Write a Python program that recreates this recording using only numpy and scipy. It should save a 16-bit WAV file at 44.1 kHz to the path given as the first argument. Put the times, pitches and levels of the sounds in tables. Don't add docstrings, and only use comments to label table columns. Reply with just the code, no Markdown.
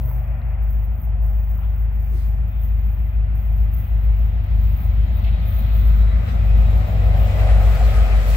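import sys
import numpy as np
from scipy import signal
from scipy.fft import rfft, irfft, next_fast_len
from scipy.io import wavfile
from scipy.ndimage import uniform_filter1d, map_coordinates

SR = 44100
rng = np.random.default_rng(int(sys.argv[2]) if len(sys.argv) > 2 else 0)


def wrap_up_sound(samples):
    columns = np.atleast_2d(samples).T
    tamed = np.clip(columns, -1, 1)
    steps = np.round(tamed * 32767).astype(np.int16)
    wavfile.write(sys.argv[1], SR, steps)


def volts(x):
    e = np.asarray(x, float) / 20
    return 10 ** e


N = 368676

# time in seconds, engine cycles in Hz.
LEAD_CYCLES = [(0.0, 6.83), (0.3, 6.673), (3.0, 6.657), (5.5, 6.662), (6.8, 6.633), (7.4, 6.627),
               (7.9, 6.481), (8.36, 6.254)]
REAR_CYCLES = [(0, 6.5), (3.5, 6.5), (5.5, 7), (6.5, 6.41), (8.36, 6.35)]
# time in seconds, level in dB.
FIRING_LEVEL = [(0, -23.5), (.25, -22.5), (.7, -20), (1.3, -18.5), (2.4, -19), (4, -17.5), (4.9, -17),
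                (5.4, -18), (5.9, -14.5), (6.6, -14.5), (7.1, -16.5), (7.55, -12.5), (8.36, -14.5)]
REAR_LEVEL = [(0, -48), (2, -44), (3.5, -38), (5, -33), (6.5, -29), (7.3, -33), (8.36, -38)]
# time in seconds, share of the lead's
BEATS = [(-.1, 0.27), (.42, .22), (1.0, .4), (1.62, .1), (2.05, 0.045), (2.5, .25), (3.08, .22),
         (3.37, 0.14), (3.8, .5), (4.43, 0.33), (4.83, 0.47), (5.15, .3), (5.49, .2), (6.31, 0.66),
         (6.89, 0.33), (7.35, 0.46), (7.8, 0.044), (8.4, .1)]
# multiple of the engine cycle, level in dB.
LOW_ORDERS = [(10, -4.5), (11, -3), (12, -5.5), (13, -17)]
HIGH_ORDERS = [(14, -13), (15, 0), (16, -11.5), (17, -9), (19, -17), (20, -22), (23, -26), (25, -27),
               (26, -22)]
REAR_ORDERS = [(7.3, -12), (9, 0), (10, -8), (11, -6), (12, -11), (13, -12), (14, -14), (15, -8)]

# frequency in Hz, dB per Hz.
RUMBLE_COLOUR = [(25, -17), (40, -15), (48, -6), (60, -2), (100, -3), (130, -5.5), (165, -8), (200, -10),
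                 (250, -18.5), (320, -26), (400, -34), (500, -120)]
ROAR_COLOURS = [
    [(190, -36.5), (330, -13), (454, -10.5), (493, -4), (641, 2), (679, 1), (812, 0), (1050, -7), (1360, -41.5), (2310, -120)],
    [(190, -35.5), (330, -12), (355, -11.5), (481, -2), (616, 1.5), (760, 0), (944, -13), (1050, -13), (1360, -32.5), (2310, -120)],
]
WHEEL_COLOURS = [
    [(560, -31.5), (950, -8), (1200, 5.5), (1650, 1), (2030, 3), (2200, -1.5), (2470, 1), (2920, -6.5), (3380, -11), (3630, -19), (3940, -27), (4300, -30.5), (5590, -46.5), (9460, -120)],
    [(560, -28), (950, -4.5), (1050, -2.5), (1240, 1.5), (1630, -2.5), (2040, -0.5), (2250, -1.5), (2610, -4), (2890, -7), (3890, -13), (4290, -16.5), (5600, -24), (7280, -51), (12300, -120)],
]
HISS_COLOUR = [(1760, -34.5), (3000, -4.5), (3930, -4.5), (4350, -5.5), (5280, -7), (6020, -10.5),
               (7560, -8.5), (9560, -15), (13800, -16.5), (15600, -21.5)]
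FIZZ_COLOUR = [(7240, -51), (12300, -14.5), (13400, -1), (14100, 2.5), (15000, 3.5), (15500, 2.5),
               (15800, -5)]
SKIRT_COLOUR = [(5590, -50), (9500, -23), (10800, -20), (11500, -3), (11900, -1.5), (13000, -10.5)]
# time in seconds, exhaust share 0-1, wheel share 0-1.
NEARNESS = [(0, 0.26, 0), (1, 0.1095, 0.04), (3.5, 0.023, 0.18), (4.5, 0.29, 0.73), (5.5, 0.64, 0.99),
            (6.4, 0.8633, 0.9175), (7.2, 1, 0.88), (8.36, 1, 0.6)]
# frequency in Hz, width in Hz, level in dB under the roll, hiss or fizz.
WHEEL_MODES = [(1254, 22, -12.5), (1979, 21, -14.5), (2520, 39, -16), (3160, 34, -20.5), (3486, 26, -23),
               (3776.9, 18, -22.5), (3925, 29, -23.5), (4120, 36, -24.5)]
HISS_MODES = [(4615, 33, -18), (5550.8, 20, -20), (7027, 24, -17.5), (7540, 30, -21.5), (8300, 20, -22.5)]
RAIL_MODES = [(12246, 40, -25.5), (12580, 40, -26.5), (12940, 40, -21), (13100, 30, -18), (13805, 40, -16),
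              (14155, 30, -11.5), (14520, 30, -11.5), (15030, 30, -10), (15330, 40, -15), (15590, 40, -14)]

# level abreast in dB, time abreast in seconds, seconds to cover the gap
# to the track, growth exponent, shading in dB per second once past.
SEVENTH_PASS = (-31, 5, 1.1, 2.3, 7.5)
NINTH_PASS = (-20, 8, 0.2, 0.6, 3.5)
LOW_PASS_BY = (-26, 7.5, 2.5, 0.52, 6)
HIGH_PASS_BY = (-26, 7.5, 1.42, 0.85, 12)
RUMBLE_PASS = (-33.5, 7.5, 2.6, 1.19, 1)
ROAR_PASS = (-33, 7.5, 0.6139, 1.0055, -1.2)
WHEEL_PASS = (-37, 8, .5, 0.7506, 1)
HISS_PASS = (-51.5, 8.5, 1.44, 2.5, -4.5)
# starting level in dB, fade in dB per second.
YARD_TONE = (-34.5, 8.2)
YARD_RUMBLE = (-45.5, 3.5)
YARD_ROAR = (-47, 4)
YARD_WHEEL = (-59, 13)
YARD_HISS = (-72, 30)

# time in seconds, swell in dB.
JOINTS = [(0.111, 0), (1.63, 5), (4.8, 1.5), (6.29, 5.5), (7.4, 5.5), (7.5, 4.5), (7.61, 0), (7.82, -2.5),
          (7.96, 0), (8.35, 4.5)]
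# crest in seconds, level in dB, seconds to rise 12 dB, seconds to fall 12 dB.
RUBS = [(0.08, -45.0, 0.14, 0.19), (0.51, -56.5, 0.12, 0.06), (0.63, -51.0, 0.02, 0.06),
        (0.71, -46.5, 0.03, 0.06), (0.85, -53.0, 0.13, 0.03), (1.03, -46.5, 0.08, 0.05),
        (1.24, -47.5, 0.03, 0.22), (1.44, -53.0, 0.2, 0.06), (1.53, -49.5, 0.08, 0.18),
        (1.83, -51.5, 0.14, 0.04), (1.95, -53.0, 0.04, 0.03), (2.0, -51.5, 0.02, 0.35),
        (2.06, -50.0, 0.02, 0.15), (2.28, -49.5, 0.03, 0.06), (2.48, -52.5, 0.02, 0.1),
        (2.64, -45.0, 0.06, 0.07), (2.8, -51.0, 0.11, 0.03), (2.88, -50.0, 0.06, 0.24),
        (3.07, -50.5, 0.03, 0.07), (3.36, -47.5, 0.02, 0.21), (3.58, -52.5, 0.17, 0.13),
        (3.73, -45.0, 0.02, 0.2), (3.79, -43.5, 0.04, 0.07), (4.05, -49.5, 0.07, 0.03),
        (4.22, -50.0, 0.13, 0.14), (4.44, -53.0, 0.02, 0.03), (4.61, -51.0, 0.07, 0.5),
        (4.83, -45.0, 0.19, 0.08), (5.17, -46.5, 0.05, 0.05), (5.25, -52.5, 0.07, 0.07),
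        (5.48, -43.5, 0.03, 0.23), (5.59, -42.5, 0.12, 0.06), (5.75, -41.5, 0.02, 0.11),
        (5.92, -49.5, 0.14, 0.03), (5.96, -49.0, 0.02, 0.13), (6.28, -54.5, 0.11, 0.19),
        (6.45, -49.5, 0.02, 0.07), (6.58, -52.5, 0.03, 0.17), (6.78, -50.0, 0.1, 0.05),
        (6.88, -50.5, 0.03, 0.11), (7.05, -52.5, 0.03, 0.06), (7.22, -45.0, 0.06, 0.05),
        (7.36, -51.5, 0.4, 0.22), (7.62, -47.5, 0.05, 0.3), (7.85, -50.5, 0.13, 0.33),
        (7.98, -53.5, 0.02, 0.12), (8.13, -57.5, 0.02, 0.03), (8.28, -47.5, 0.11, 0.5)]
# start in seconds, length in seconds, frequency in Hz, level in dB.
WHISTLES = [(3.45, .3, 14550, -64.5), (3.851, 0.13, 14550, -67.5), (4.207, 0.13, 14240, -70),
            (5.0, .12, 14460, -70), (5.07, 0.042, 7010, -73), (5.1, .12, 3740, -66), (5.3, 0.11, 3780, -63),
            (5.36, 0.22, 3610, -64.5), (5.3, .1, 3270, -63), (5.4, .14, 2490, -62), (5.57, .07, 3920, -64),
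            (5.55, .07, 15200, -57), (5.81, .12, 14170, -60.5), (5.97, .1, 3880, -62),
            (6.04, .16, 3890, -65), (6.62, .14, 3770, -64), (6.27, .04, 3950, -62), (2.51, .04, 3550, -75),
            (2.59, .04, 3520, -75), (6.3, 0.064, 5780, -69), (6.53, .08, 3770, -63), (5.79, .08, 3150, -65),
            (7.76, .12, 7350, -62), (7.74, .03, 4700, -56), (8.1, .05, 2700, -50), (7.366, .05, 1292, -49),
            (7.589, 0.071, 1281, -47.5), (7.82, 0.05, 4170, -53), (7.87, 0.065, 3440, -55.5),
            (7.928, 0.11, 1235, -47), (8.27, .05, 4450, -55)]
# start in seconds, length in seconds,
# level in dB, low edge in Hz, high edge in Hz.
RUSTLES = [(-.1, .28, -64.5, 3000, 14700), (0, 1.2, -57.5, 1700, 2200), (.05, 1.1, -62.5, 2300, 2700),
           (1.59, .2, -65.5, 3000, 3700), (1.936, .75, -66, 3010, 14430), (2.11, .13, -47.5, 228, 446),
           (2.25, .2, -53, 620, 900), (2.115, .2, -60.5, 2750, 14870), (2.14, .2, -67, 2700, 5200),
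           (2.47, .35, -67, 3000, 3750), (4.3, 1.0, -63, 2500, 4800), (4.95, 1.5, -52, 900, 4400),
           (5.4, 2.4, -50, 830, 1500), (0, 1.2, -57, 1000, 1550), (.15, .55, -50.5, 550, 800),
           (.07, .08, -52, 800, 1500), (5.238, .03, -54, 2900, 5000), (5.24, .03, -50, 2200, 3030),
           (5.262, .05, -53.5, 2900, 4300), (5.262, .055, -47, 1800, 2900),
           (6.269, .083, -52.5, 1000, 6000), (7.1, .55, -48, 1900, 3700), (7.945, .072, -50.5, 2500, 11200),
           (8.266, .12, -44, 3200, 15500), (7.93, .5, -40, 560, 800), (7.42, .13, -36, 520, 800),
           (7.58, .12, -38, 550, 800), (5.5, .8, -60, 3000, 4200), (.37, .06, -72, 8000, 13000),
           (7.3, .9, -58, 4500, 11000), (7.24, .14, -56, 4500, 9000), (7.62, .08, -56, 4500, 10000)]
# start in seconds, peak in dB, frequency in Hz, 60 dB decay in seconds.
TICKS = [(.082, -32, 480, .03), (.113, -23, 900, .012), (.4174, -39, 3900, .004), (.4176, -38, 1700, .008),
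         (1.072, -27, 750, .014), (1.285, -52, 8000, .004), (1.33, -33, 900, .01), (1.5903, -13, 950, .004),
         (2.118, -31, 450, .025), (2.148, -28, 330, .035), (5.2427, -44, 2670, .12),
         (5.244, -47, 4100, .05), (5.283, -45, 3400, .06), (5.3226, -42, 2350, .04), (7.81, -14, 710, .04)]

# frequency in Hz, likeness 0-1.
PORT_LIKENESS = [(60, 0.95), (150, 1), (300, 0.94), (650, 0.83), (1300, 0.26), (2500, 0.18), (5000, 0.11),
                 (10000, 0.18), (14000, .68)]
# frequency in Hz, left's lead in radians.
PORT_LEAD = [(25, -0.6), (60, -.5), (130, -0.16), (300, 0.32), (650, -0.087), (1250, 0.24), (2300, -0.41),
             (16000, -0.46)]
# frequency in Hz, left minus right in dB.
PORT_TILT = [(60, 2.5), (110, 1.5), (200, -0.5), (380, -0.5), (700, -1.0), (1290, 2.5), (2380, 6),
             (4400, -2.5), (8120, -2), (15000, -9.5)]
# frequency in Hz, level in dB.
RAIL_SHADE = [(9000, -0.5), (11000, -8), (12700, -12.5), (13400, -7), (14400, -2.5), (15000, 0.5),
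              (15600, 5.5)]
# time in seconds, left's lead in milliseconds.
BEARING = [(0, 0), (1, 0.088), (2, .16), (2.7, .29), (5, .33), (5.6, .36), (5.95, .52), (6.25, .52),
           (6.6, .33), (7.2, .22), (7.7, .03), (8.36, -.28)]


def engines():
    lead = np.cumsum(curves(LEAD_CYCLES)[0]) / SR - .3635
    rear = np.cumsum(curves(REAR_CYCLES)[0]) / SR + 0.2946
    bend = .122

    slipped, share = curves([(s, k, part) for k, (s, part) in enumerate(BEATS)])
    bank = orders([(8, 0)], lead, bend=.17, unsteady_db=0)
    slower = orders([(8, 0)], lead - slipped / 8, bend=.17, unsteady_db=0)
    tones = volts(curves(FIRING_LEVEL)[0]) * (bank - share * slower)

    ninth_db = passing(*NINTH_PASS, (-31.5, .3))
    tones += volts(ninth_db) * orders([(9, 0)], lead, bend, unsteady_db=1.5)
    tones += volts(passing(*SEVENTH_PASS)) * orders([(7, 0)], lead, bend, unsteady_db=.7)
    tones += volts(passing(*LOW_PASS_BY)) * orders(LOW_ORDERS, lead, bend, unsteady_db=1.5)
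    tones += volts(passing(*HIGH_PASS_BY)) * orders(HIGH_ORDERS, lead, bend, unsteady_db=2)
    tones += volts(curves(REAR_LEVEL)[0]) * orders(REAR_ORDERS, rear, bend=.03, unsteady_db=2.5)

    rumble_db = passing(*RUMBLE_PASS, YARD_RUMBLE) + 5.5
    roar_db = passing(*ROAR_PASS, YARD_ROAR) + 0.4 * joints()
    puffs = volts(.5 * np.cos(2 * np.pi * 8 * lead))
    roar = nearing(ROAR_COLOURS, curves(NEARNESS)[0], patchy_db=1.0, spiky_db=0.8)
    noise = volts(rumble_db) * rush(RUMBLE_COLOUR, patchy_db=0.72) + volts(roar_db) * puffs * roar
    return noise + direct(tones)


def orders(table, turns, bend, unsteady_db):
    total = 0
    for k, db in table:
        phase = k * turns + bend * (k - 8) ** 2
        total = total + volts(db + 3 + unsteady_db * wobble(1.201)) * np.cos(2 * np.pi * phase)
    return total


def wheels():
    wheel_db = passing(*WHEEL_PASS, YARD_WHEEL) + joints()
    hiss_db = passing(*HISS_PASS, YARD_HISS) + .5 * joints() + 5.0
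    share = curves(NEARNESS)[1]
    close = share.clip(0, 1)

    roll = volts(0.15 * wobble(9)) * nearing(WHEEL_COLOURS, share, patchy_db=1.0, spiky_db=1.5)
    roll += volts(15 * (close - 1) + 2.5) * rings(WHEEL_MODES, rate=6, gate_db=3)
    hiss = volts(1.3 * wobble(6.2)) * rush(HISS_COLOUR, patchy_db=0.1009, spiky_db=1.5)
    hiss += close * rings(HISS_MODES, rate=10, gate_db=4.5)
    return volts(wheel_db) * roll + volts(hiss_db) * hiss


def joints():
    return sum(db * np.exp(-crest(s, rise=0.017, fall=0.031)) for s, db in JOINTS)


def flanges():
    rubs_db = [db - 12 * np.hypot(crest(s, rise, fall), .1) for s, db, rise, fall in RUBS]
    fizz_db = summed(-66.5, *rubs_db)
    skirt_db = -86.5 + 3.5 * np.arange(N) / SR + .75 * (fizz_db - fizz_db.mean())

    stutter = volts(.5 * wobble(45) + 1.3 * wobble(160))
    grit = rush(FIZZ_COLOUR, patchy_db=1.0, spiky_db=1.5) + .7 * rings(RAIL_MODES, rate=12, gate_db=3.5)
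    fizz = volts(fizz_db - .5) * unit(stutter * grit)
    fizz += volts(skirt_db) * unit(stutter * rush(SKIRT_COLOUR, patchy_db=1.5, spiky_db=1.5))

    for s, length, hz, db in WHISTLES:
        t = np.arange(int(length * SR)) / SR
        drift = np.cumsum(rng.standard_normal(SR // 2))[:len(t)] * .055
        swell = np.sin(np.pi * t / length) ** 1.2
        fizz[0, int(s * SR):][:len(t)] += volts(db + 11) * swell * np.sin(2 * np.pi * hz * t + drift)
    return fizz


def rustles_and_ticks():
    t, out = np.arange(N) / SR, np.zeros((2, N))
    grit = rng.standard_normal((2, N)) * volts(1.3 * rng.exponential(size=N))
    for s, length, db, lo_hz, hi_hz in RUSTLES:
        band = filtered(grit, lambda f: 1 / (1 + (lo_hz / (f + 1)) ** 18) / (1 + (f / hi_hz) ** 18))
        swell = np.sin(np.pi * np.clip((t - s) / length, 0, 1) ** 0.61) ** 1.9
        out += volts(db) * swell * unit(band)

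    u = t[:SR // 20]
    for s, db, hz, t60 in TICKS:
        onset = 1 - np.exp(-(u * hz / 1.2) ** 2)
        out[0, int(s * SR):][:len(u)] += volts(db - 60 * u / t60) * onset * np.sin(2 * np.pi * hz * u)
    return out


def yard_drone():
    level_db = passing(-50.5, 0, 1, 0, 0, YARD_TONE)
    return direct(volts(level_db) * orders([(1, 0)], 126.6 * np.arange(N) / SR, bend=0, unsteady_db=1.5))


def ports(pair):
    turn = lambda hz: np.arccos(np.clip(along(PORT_LIKENESS, hz), 0, 1)) / 2
    mid, side = filtered(pair, lambda hz: np.array([np.cos(turn(hz)), np.sin(turn(hz))]))
    half = np.array([[.5], [-.5]])
    case = lambda hz: volts(half * along(PORT_TILT, hz)) * np.exp(1j * half * along(PORT_LEAD, hz))
    both = filtered(np.array([mid + side, mid - side]), case)

    hz, s, z = signal.stft(both, SR, nperseg=1024)
    early = np.interp(s, *np.transpose(BEARING)) / 1000
    shift = np.exp(2j * np.pi * half[..., None] * hz[:, None] * early)
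    return signal.istft(z * shift, SR, nperseg=1024)[1][:, :N]


def passing(db, abreast, gap, growth, shading_db, yard=None):
    t = np.arange(N) / SR
    distance_db = growth * 10 * np.log10(1 + ((t - abreast) / gap) ** 2)
    level = db - distance_db - shading_db * (t - abreast).clip(0)
    return level if yard is None else summed(level, yard[0] - yard[1] * t)


def nearing(spectra, share, patchy_db, spiky_db):
    far, close = [rush(spectrum, patchy_db, spiky_db) for spectrum in spectra]
    share = share.clip(0, 1)
    return np.sqrt(1 - share) * far + np.sqrt(share) * close


def rings(modes, rate, gate_db):
    total = 0
    for hz, width, db in modes:
        ring = filtered(rng.standard_normal((2, N)), lambda f: 1 / (1 + ((f - hz) / width) ** 2))
        total = total + volts(db) * unit(ring * volts(gate_db * wobble(rate)))
    return total


def rush(spectrum, patchy_db, spiky_db=0):
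    seed = rng.standard_normal((2, N)) * volts(spiky_db * rng.exponential(size=N))
    z = signal.stft(seed, nperseg=512)[2]
    field = uniform_filter1d(rng.standard_normal(z.shape[1:]), size=4, axis=0)
    field = uniform_filter1d(field, size=10, axis=1)
    pair = signal.istft(z * volts(patchy_db * unit(field)), nperseg=512)[1][:, :N]
    return unit(filtered(pair, lambda hz: volts(along(spectrum, hz))))


def direct(x):
    return np.array([x, 0 * x])


def crest(s, rise, fall):
    away = np.arange(N) / SR - s
    return np.where(away < 0, -away / rise, away / fall)


def summed(*levels_db):
    return 10 * np.log10(sum(volts(2 * db) for db in levels_db))


def unit(x):
    return x / np.sqrt(np.mean(x ** 2) + 1e-20)


def along(points, hz):
    f, v = np.transpose(points)
    return np.interp(np.log(hz + 1), np.log(f + 1), v)


def curves(rows):
    s, *cols = np.transpose(rows)
    return [np.interp(np.arange(N) / SR, s, c) for c in cols]


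def wobble(rate):
    return map_coordinates(rng.standard_normal(int(N * rate / SR) + 4), [np.arange(N) * rate / SR])


def filtered(x, response):
    m = next_fast_len(N + 8192)
    return irfft(rfft(x, m) * response(np.fft.rfftfreq(m, 1 / SR)), m)[..., :N]


def scene():
    left_only = np.array([[1], [0]])
    rails = filtered(ports(flanges()), lambda hz: volts(left_only * along(RAIL_SHADE, hz)))
    return ports(engines() + wheels() + rustles_and_ticks() + yard_drone()) + rails


def low_pass(x):
    return signal.sosfilt(signal.butter(12, 16690, fs=SR, output="sos"), x)


def record(dry):
    rounded = dry / (1 + np.abs(dry / 1.15) ** 5) ** (1 / 5)
    mix = filtered(rounded, lambda hz: hz < 15820)
    return low_pass(mix)


dry = scene()
out = record(dry)
wrap_up_sound(out)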